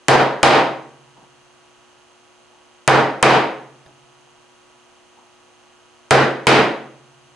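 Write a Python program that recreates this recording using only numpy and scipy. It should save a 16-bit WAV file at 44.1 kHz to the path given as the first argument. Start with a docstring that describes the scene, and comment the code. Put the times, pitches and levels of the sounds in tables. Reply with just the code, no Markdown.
"""First a moment of still air, mains hum and a small motor's whine and buzz; then a mallet drives a chisel into pine.
Three cuts on a workbench, two blows each, a hair right of centre in stereo, in a hard-walled shop.
A blow is a diving snap and split fibres (noise), ringing wood and bench (decaying sines) and a roar of decaying noise.
The chisel is nudged on the board (swelling noise) and its edge ticks (short rings and noise).
The recorder's limiter holds the roar level until it dies; hum and whine are sines, the buzz is a looped rattle."""
import sys
import numpy as np
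from scipy import signal
from scipy.fft import rfft, irfft
from scipy.io import wavfile

SR = 44100
rng = np.random.default_rng(int(sys.argv[2]) if len(sys.argv) > 2 else 0)


def generate_wav(sig):
    """Save sig (samples, or channels by samples) to the path in sys.argv[1] as 16-bit PCM at SR."""
    pcm = np.round(np.clip(np.atleast_2d(sig).T, -1, 1) * 32767).astype(np.int16)
    wavfile.write(sys.argv[1], SR, pcm)


N = 324135
BANDS_HZ = 28 * 2 ** (np.arange(27) / 3)  # third-octave centres
AGE_S = np.arange(2 * SR) / SR  # time since contact
SIDES = np.array([[1], [-1]])  # left, right

# cuts, with the tone of each spot on the board (relative levels):
# set_s, drive_s, body_db (350 Hz), knock_db (850 Hz), crack_db (4 kHz), snap_db
CUTS = [(0.0834, 0.43, 0.9, 3.5, 1.5, -6), (2.8768, 3.2272, -0.5, 1.5, -1.5, -2),
        (6.108, 6.4691, 1, -1.5, -0.5, -7.5)]
# the first blow sets the edge; the second is harder and finds it seated in the wood
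SET_DB, DRIVE_DB = 1.2, 4
SET_SWEEP_S, DRIVE_SWEEP_S = 0.00055, 0.000616  # time for the snap's pitch to halve
# diffuse sound of a blow: pitch_hz, level_db (per Hz, relative)
ROAR = [(30, -14), (70, -17.5), (110, -11), (190, -7), (330, -1.5), (780, 1), (1130, -4), (1550, -2.5),
        (2500, -11.5), (3300, -14.5), (4600, -18), (6500, -25), (9500, -29.5), (11400, -44)]
# change of tone once the edge is seated: pitch_hz, change_db
SEATED = [(850, -0.5), (1130, 1.5), (1550, -2.5), (2300, 3.5), (6000, 1.5)]
# wood fibres parting under the edge: pitch_hz, level_db (per Hz, relative)
FIBRES = [(300, -31), (2300, 13), (4500, -14), (7000, -27), (11000, -24)]
# ringing of board, bench and shop together: pitch_hz, level_db (relative)
WOOD_MODES = [(221, -7), (324, 0), (352, -3), (414, -4), (430, -1), (457, -4), (505, -1), (533, -3),
              (547, -3), (608, -5), (656, -3), (725, -3), (743, -1), (782, -2), (806, -2), (821, -1),
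              (930, 0), (960, -5), (1027, -6), (1085, -6), (1137, -7), (1252, -6), (1407, -7), (1499, -9),
              (1715, -9), (1928, -10), (1970, -10)]
# low modes of the bench, which beat as they fade: pitch_hz, level_db, t60_s
BENCH_MODES = [(134.6, -7, 0.46), (132, -46, 2.93), (145.4, -44.5, 2.2)]
# decay in the shop: pitch_hz, t60_s
SHOP_DECAY = [(60, 0.29), (250, 0.63), (700, 0.55), (1800, 0.52), (4000, 0.45), (10000, 0.18)]
# stereo width of the blows and handling: pitch_hz, side_minus_mid_db
SHOP_WIDTH = [(30, -9), (80, -13), (140, -14), (250, -11.5), (600, -10.5), (1300, -9), (2500, -8),
              (4500, -5.5), (6500, -2), (9000, 1.5), (11000, 3)]
# the chisel is set down and rocked on the board: start_s, level_db (relative), swell_s, pitch_hz
NUDGES = [(1.161, -50, .015, 840), (1.215, -50.5, 0.013, 804), (2.53, -59, 0.022, 860),
          (3.852, -52, 0.025, 790), (5.169, -52, 0.022, 890)]
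# the edge ticks on the grain: start_s, level_db (relative)
TICKS = [(3.8624, -41.5), (5.679, -61)]
# the blade rings when it ticks: pitch_hz, level_db (relative), t60_s
BLADE_MODES = [(1700, -3, .025), (3700, -7, .025), (5000, -8, .025)]
# steady air and hiss: pitch_hz, level_db (per Hz, relative)
AIR = [(30, -8), (90, -7.5), (180, -8.5), (300, -3.5), (420, -8.5), (560, 0.5), (850, 1.5), (1300, -2.5),
       (2000, -10.5), (3200, -15.5), (5000, -13.5), (7000, -15.5), (9800, -19.5), (11500, -30)]
AIR_DB = -53.5
# stereo width of the still air: pitch_hz, side_minus_mid_db
AIR_WIDTH = [(30, 2), (80, 4), (140, 1), (220, -1), (500, -5), (1200, -7), (2500, -5), (4500, 0),
             (6500, -1), (11000, -1)]
# mains hum before panning: pitch_hz, level_db (rms), left_lead_rad
HUM = [(120, -73, 1.6), (240, -67.5, 1.4), (300, -72.5, .8), (360, -60, .85), (480, -70.5, .8)]
# the motor whines on odd multiples of its drive rate, loudest around one broad peak
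DRIVE_HZ, WHINE_ORDERS = 74.93, np.arange(9, 31, 2)
WHINE_PEAK_HZ, WHINE_DB = 1085, -67
WHINE_RISE_DB_PER_OCTAVE, WHINE_FALL_DB_PER_OCTAVE = 7, 10.5
# tones at which the motor's housing sings, in two clusters: pitch_hz, level_db (relative)
HOUSING_TONES = [(2692, -75), (2853, -73), (2912, -75), (3015, -77), (3171, -75), (3327, -79), (3784, -79),
                 (6293, -81), (6465, -79), (6519, -80)]
# the motor's buzz in its housing: pitch_hz, level_db (per Hz, relative)
BUZZ = [(1500, -23), (2300, -2.5), (2850, 2), (3300, -4.5), (4200, -7), (5600, -22.5), (6400, -4),
        (7400, -23), (9800, -17.5), (11500, -30)]
CUTOFF_HZ = 11300


def mallet():
    """Each cut is a setting blow and a driving blow, both coloured by the spot on the board."""
    out, same_path = np.zeros((2, N)), shop_paths()
    for set_s, drive_s, body_db, knock_db, crack_db, edge_db in CUTS:
        colour = [(130, 0), (350, body_db), (850, knock_db), (1700, 0), (4000, crack_db)]
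        add(out, set_s, blow(SET_DB, False, SET_SWEEP_S, colour, edge_db, same_path))
        add(out, drive_s, blow(DRIVE_DB, True, DRIVE_SWEEP_S, colour, edge_db, same_path))
    return out * panned(-0.21)


def blow(force_db, seated, sweep_s, colour, edge_db, same_path,
         roar_db=2.5, modes_db=-15.0, snap_db=1, bench_db=0, split_db=1, split_t60=0.019, build_s=0.0013):
    """A snap and a crunch of fibres, then bench and shop ring, much the same way every time."""
    alike = 0.45  # share of noise power common to all blows
    mode_scatter_db, mode_spread_rad = 2.2, 0.25
    paths = np.sqrt(alike) * same_path + np.sqrt(1 - alike) * shop_paths()

    decays = np.array([fade(t60) for t60 in at_hz(SHOP_DECAY, BANDS_HZ)])
    tone_db = at_hz(colour, BANDS_HZ) + seated * at_hz(SEATED, BANDS_HZ)
    gains = band_gains(ROAR) * from_db(roar_db + tone_db)
    # sum over bands, keeping sides and time
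    roar = np.einsum("b,bt,bct->ct", gains, decays, paths)
    split = from_db(split_db) * fade(split_t60) * np.tensordot(band_gains(FIBRES), paths, 1)

    # each blow strikes the modes a little differently, by chance, on top of the cut's colour
    wood = np.zeros((2, len(AGE_S)))
    for hz, db in WOOD_MODES:
        struck_db = modes_db + db + at_hz(colour, hz) + mode_scatter_db * rng.standard_normal()
        wood += from_db(struck_db) * ring(hz, at_hz(SHOP_DECAY, hz), mode_spread_rad)
    bench = sum(from_db(bench_db + db) * ring(hz, t60, mode_spread_rad) for hz, db, t60 in BENCH_MODES)

    # the heavy wood takes a moment to get moving
    build = 1 - np.exp(-AGE_S / build_s)
    body = build * (from_db(force_db) * (roar + wood + split) + bench * panned(-2.0))
    return body + from_db(snap_db + edge_db) * snap(sweep_s)


def snap(sweep_s, top_hz=10500, t60=0.029):
    """A bending wave spreads out on its way: its treble arrives first, so the pitch dives within a millisecond."""
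    phase = 2 * np.pi * top_hz * sweep_s * np.log1p(AGE_S / sweep_s)
    return -np.sin(phase) * fade(t60)


def shop_paths():
    """The countless reflections of the shop as noise, band by band, not yet decaying."""
    return band_noise(len(AGE_S), SHOP_WIDTH)


def handling():
    """Soft dull nudges of the chisel and tiny ticks of its edge."""
    return nudges() + ticks()


def nudges(nudge_db=4.0):
    """The chisel set down on wood: noise narrowly peaked at one pitch, swelling and dying away."""
    out = np.zeros((2, N))
    for start_s, db, swell_s, hz in NUDGES:
        wood = [(hz / 16, -34), (hz / 4, -11), (hz / 1.25, -18), (hz, 0), (hz * 1.25, -21), (hz * 8, -50)]
        # loudest swell_s after contact
        swell = AGE_S / swell_s * np.exp(1 - AGE_S / swell_s)
        thud = np.tensordot(band_gains(wood), shop_paths(), 1)
        add(out, start_s, from_db(nudge_db + db) * swell * thud)
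    return out


def ticks(tick_t60=0.027, tick_room_db=-17):
    """The struck blade rings briefly over a burst of noise with a quiet tail from the shop."""
    out = np.zeros((2, N))
    edge = band_gains([(300, 9), (1500, -15), (5000, -17), (11000, -24)])
    decay = fade(tick_t60) + from_db(tick_room_db) * fade(at_hz(SHOP_DECAY, 4000))
    for start_s, db in TICKS:
        steel = sum(from_db(mode_db) * ring(hz, t60) for hz, mode_db, t60 in BLADE_MODES)
        contact = decay * np.tensordot(edge, shop_paths(), 1)
        add(out, start_s, from_db(db) * (steel + contact))
    return out


def background(buzz_db=-60.0):
    """Air and hiss, mains hum to the left, the motor's whine to the right and its buzz."""
    air = from_db(AIR_DB) * np.tensordot(band_gains(AIR), band_noise(N, AIR_WIDTH), 1)
    hum = sum(tone(hz, db, lead, waver_hz=0.074) for hz, db, lead in HUM)
    motor = motor_whine() * panned(-4.5) + from_db(buzz_db) * motor_buzz()
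    return air * panned(-1.1) + hum * panned(2.0) + motor


def motor_whine(housing_db=1):
    """Odd harmonics of the drive that fall away on both sides of a peak, and the housing's own tones."""
    pitches = DRIVE_HZ * WHINE_ORDERS
    octaves = np.log2(pitches / WHINE_PEAK_HZ)
    slope_db = np.minimum(WHINE_RISE_DB_PER_OCTAVE * octaves, -WHINE_FALL_DB_PER_OCTAVE * octaves)
    lines = list(zip(pitches, WHINE_DB + slope_db))
    lines += [(hz, db + housing_db) for hz, db in HOUSING_TONES]
    return sum(tone(hz, db, rng.normal(0, 0.41), waver_hz=0.31) for hz, db in lines)


def motor_buzz(turn_hz=29.84, pulse_depth=0.5, side_share=0.67):
    """The same faint rattle comes round on every turn, pulsing with each of five poles: a dense comb of lines."""
    poles = 5
    size = round(SR / turn_hz)
    pulses = 1 + pulse_depth * np.cos(2 * np.pi * poles * np.arange(size) / size)
    mid, side = pulses * rng.standard_normal((2, size))
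    rattle = mid + side_share * side * SIDES
    hz = np.maximum(np.arange(size // 2 + 1) * SR / size, 1)
    housing = from_db(at_hz(BUZZ, hz)) * (hz > BUZZ[0][0])  # nothing below the table
    turn = irfft(rfft(rattle) * housing, size)
    return np.tile(turn / turn.std(), N // size + 1)[:, :N]


def tone(hz, db, lead, waver_hz):
    """A steady line that wanders a little in pitch; the left side leads by this many radians."""
    knots = np.linspace(0, N, 40)
    pitch = hz + waver_hz * np.interp(np.arange(N), knots, rng.standard_normal(len(knots)))
    phase = 2 * np.pi * (np.cumsum(pitch) / SR + rng.random())
    return from_db(db) * np.sqrt(2) * np.sin(phase + lead / 2 * SIDES)


def ring(hz, t60, spread=0):
    """A decaying mode; spread (rad) sets how far its phase differs between the two sides."""
    phase = rng.uniform(0, 2 * np.pi) + spread * rng.standard_normal((2, 1))
    return np.sin(2 * np.pi * hz * AGE_S + phase) * fade(t60)


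def fade(t60):
    """Exponential decay from the moment of contact, 60 dB down after t60 seconds."""
    return np.exp(-np.log(1000) * AGE_S / t60)


def band_noise(size, width):
    """Third-octave bands of stereo noise, equal per Hz: bands x 2 x size."""
    # a quarter second of lead-in lets the filters settle
    white, bands = rng.standard_normal((2, 2, size + SR // 4)), []
    for k, hz in enumerate(BANDS_HZ):
        edges = [hz / 2 ** (1 / 6), hz * 2 ** (1 / 6)]
        sos = signal.butter(2, edges, "band", fs=SR, output="sos")
        # neighbouring bands draw on separate noises
        mid, side = signal.sosfilt(sos, white[k % 2])[:, -size:]
        bands.append(mid + from_db(at_hz(width, hz)) * side * SIDES)
    return np.array(bands)


def band_gains(spectrum):
    """Gains that give the bands this spectrum and a nominal total rms of one."""
    gains = from_db(at_hz(spectrum, BANDS_HZ))
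    return gains / np.sqrt(np.sum(gains ** 2 * BANDS_HZ) / SR)


def at_hz(points, hz):
    """Read a table on a log-frequency axis."""
    freqs, values = np.transpose(points)
    return np.interp(np.log(hz), np.log(freqs), values)


def from_db(db):
    """Decibels to gain."""
    return 10 ** (np.asarray(db) / 20)


def panned(left_db):
    """Gains for the two sides, the left one louder by left_db."""
    return from_db(left_db / 2 * SIDES)


def add(out, start_s, sound):
    """Mix a sound in at start_s, cut off at the end of the scene."""
    start = round(start_s * SR)
    out[:, start:start + sound.shape[-1]] += sound[..., :N - start]


def scene():
    """Everything heard at the bench."""
    return mallet() + handling() + background()


def limiter(x, ceiling_db=0.0, release_db_per_s=130, attack_s=0.000071):
    """The gain of both sides drops almost at once on a peak and climbs back steadily."""
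    peak_db = 20 * np.log10(np.abs(x).max(axis=0) + 1e-9)
    over = np.maximum(peak_db - ceiling_db, 0)
    ramp = release_db_per_s * np.arange(N) / SR
    held = np.maximum.accumulate(over + ramp) - ramp  # hold peaks, release in a straight line
    r = np.exp(-1 / (attack_s * SR))
    return x * from_db(-signal.lfilter([1 - r], [1, -r], held))


def record(dry):
    """Limiter, a hard shoulder on what slips past it, and the top cut."""
    x = limiter(dry)
    x = x / (1 + (x / .74) ** 8) ** (1 / 8)
    top_cut = signal.ellip(10, .2, 90, CUTOFF_HZ, fs=SR, output="sos")
    return signal.sosfilt(top_cut, x)


dry = scene()
out = record(dry)
generate_wav(out)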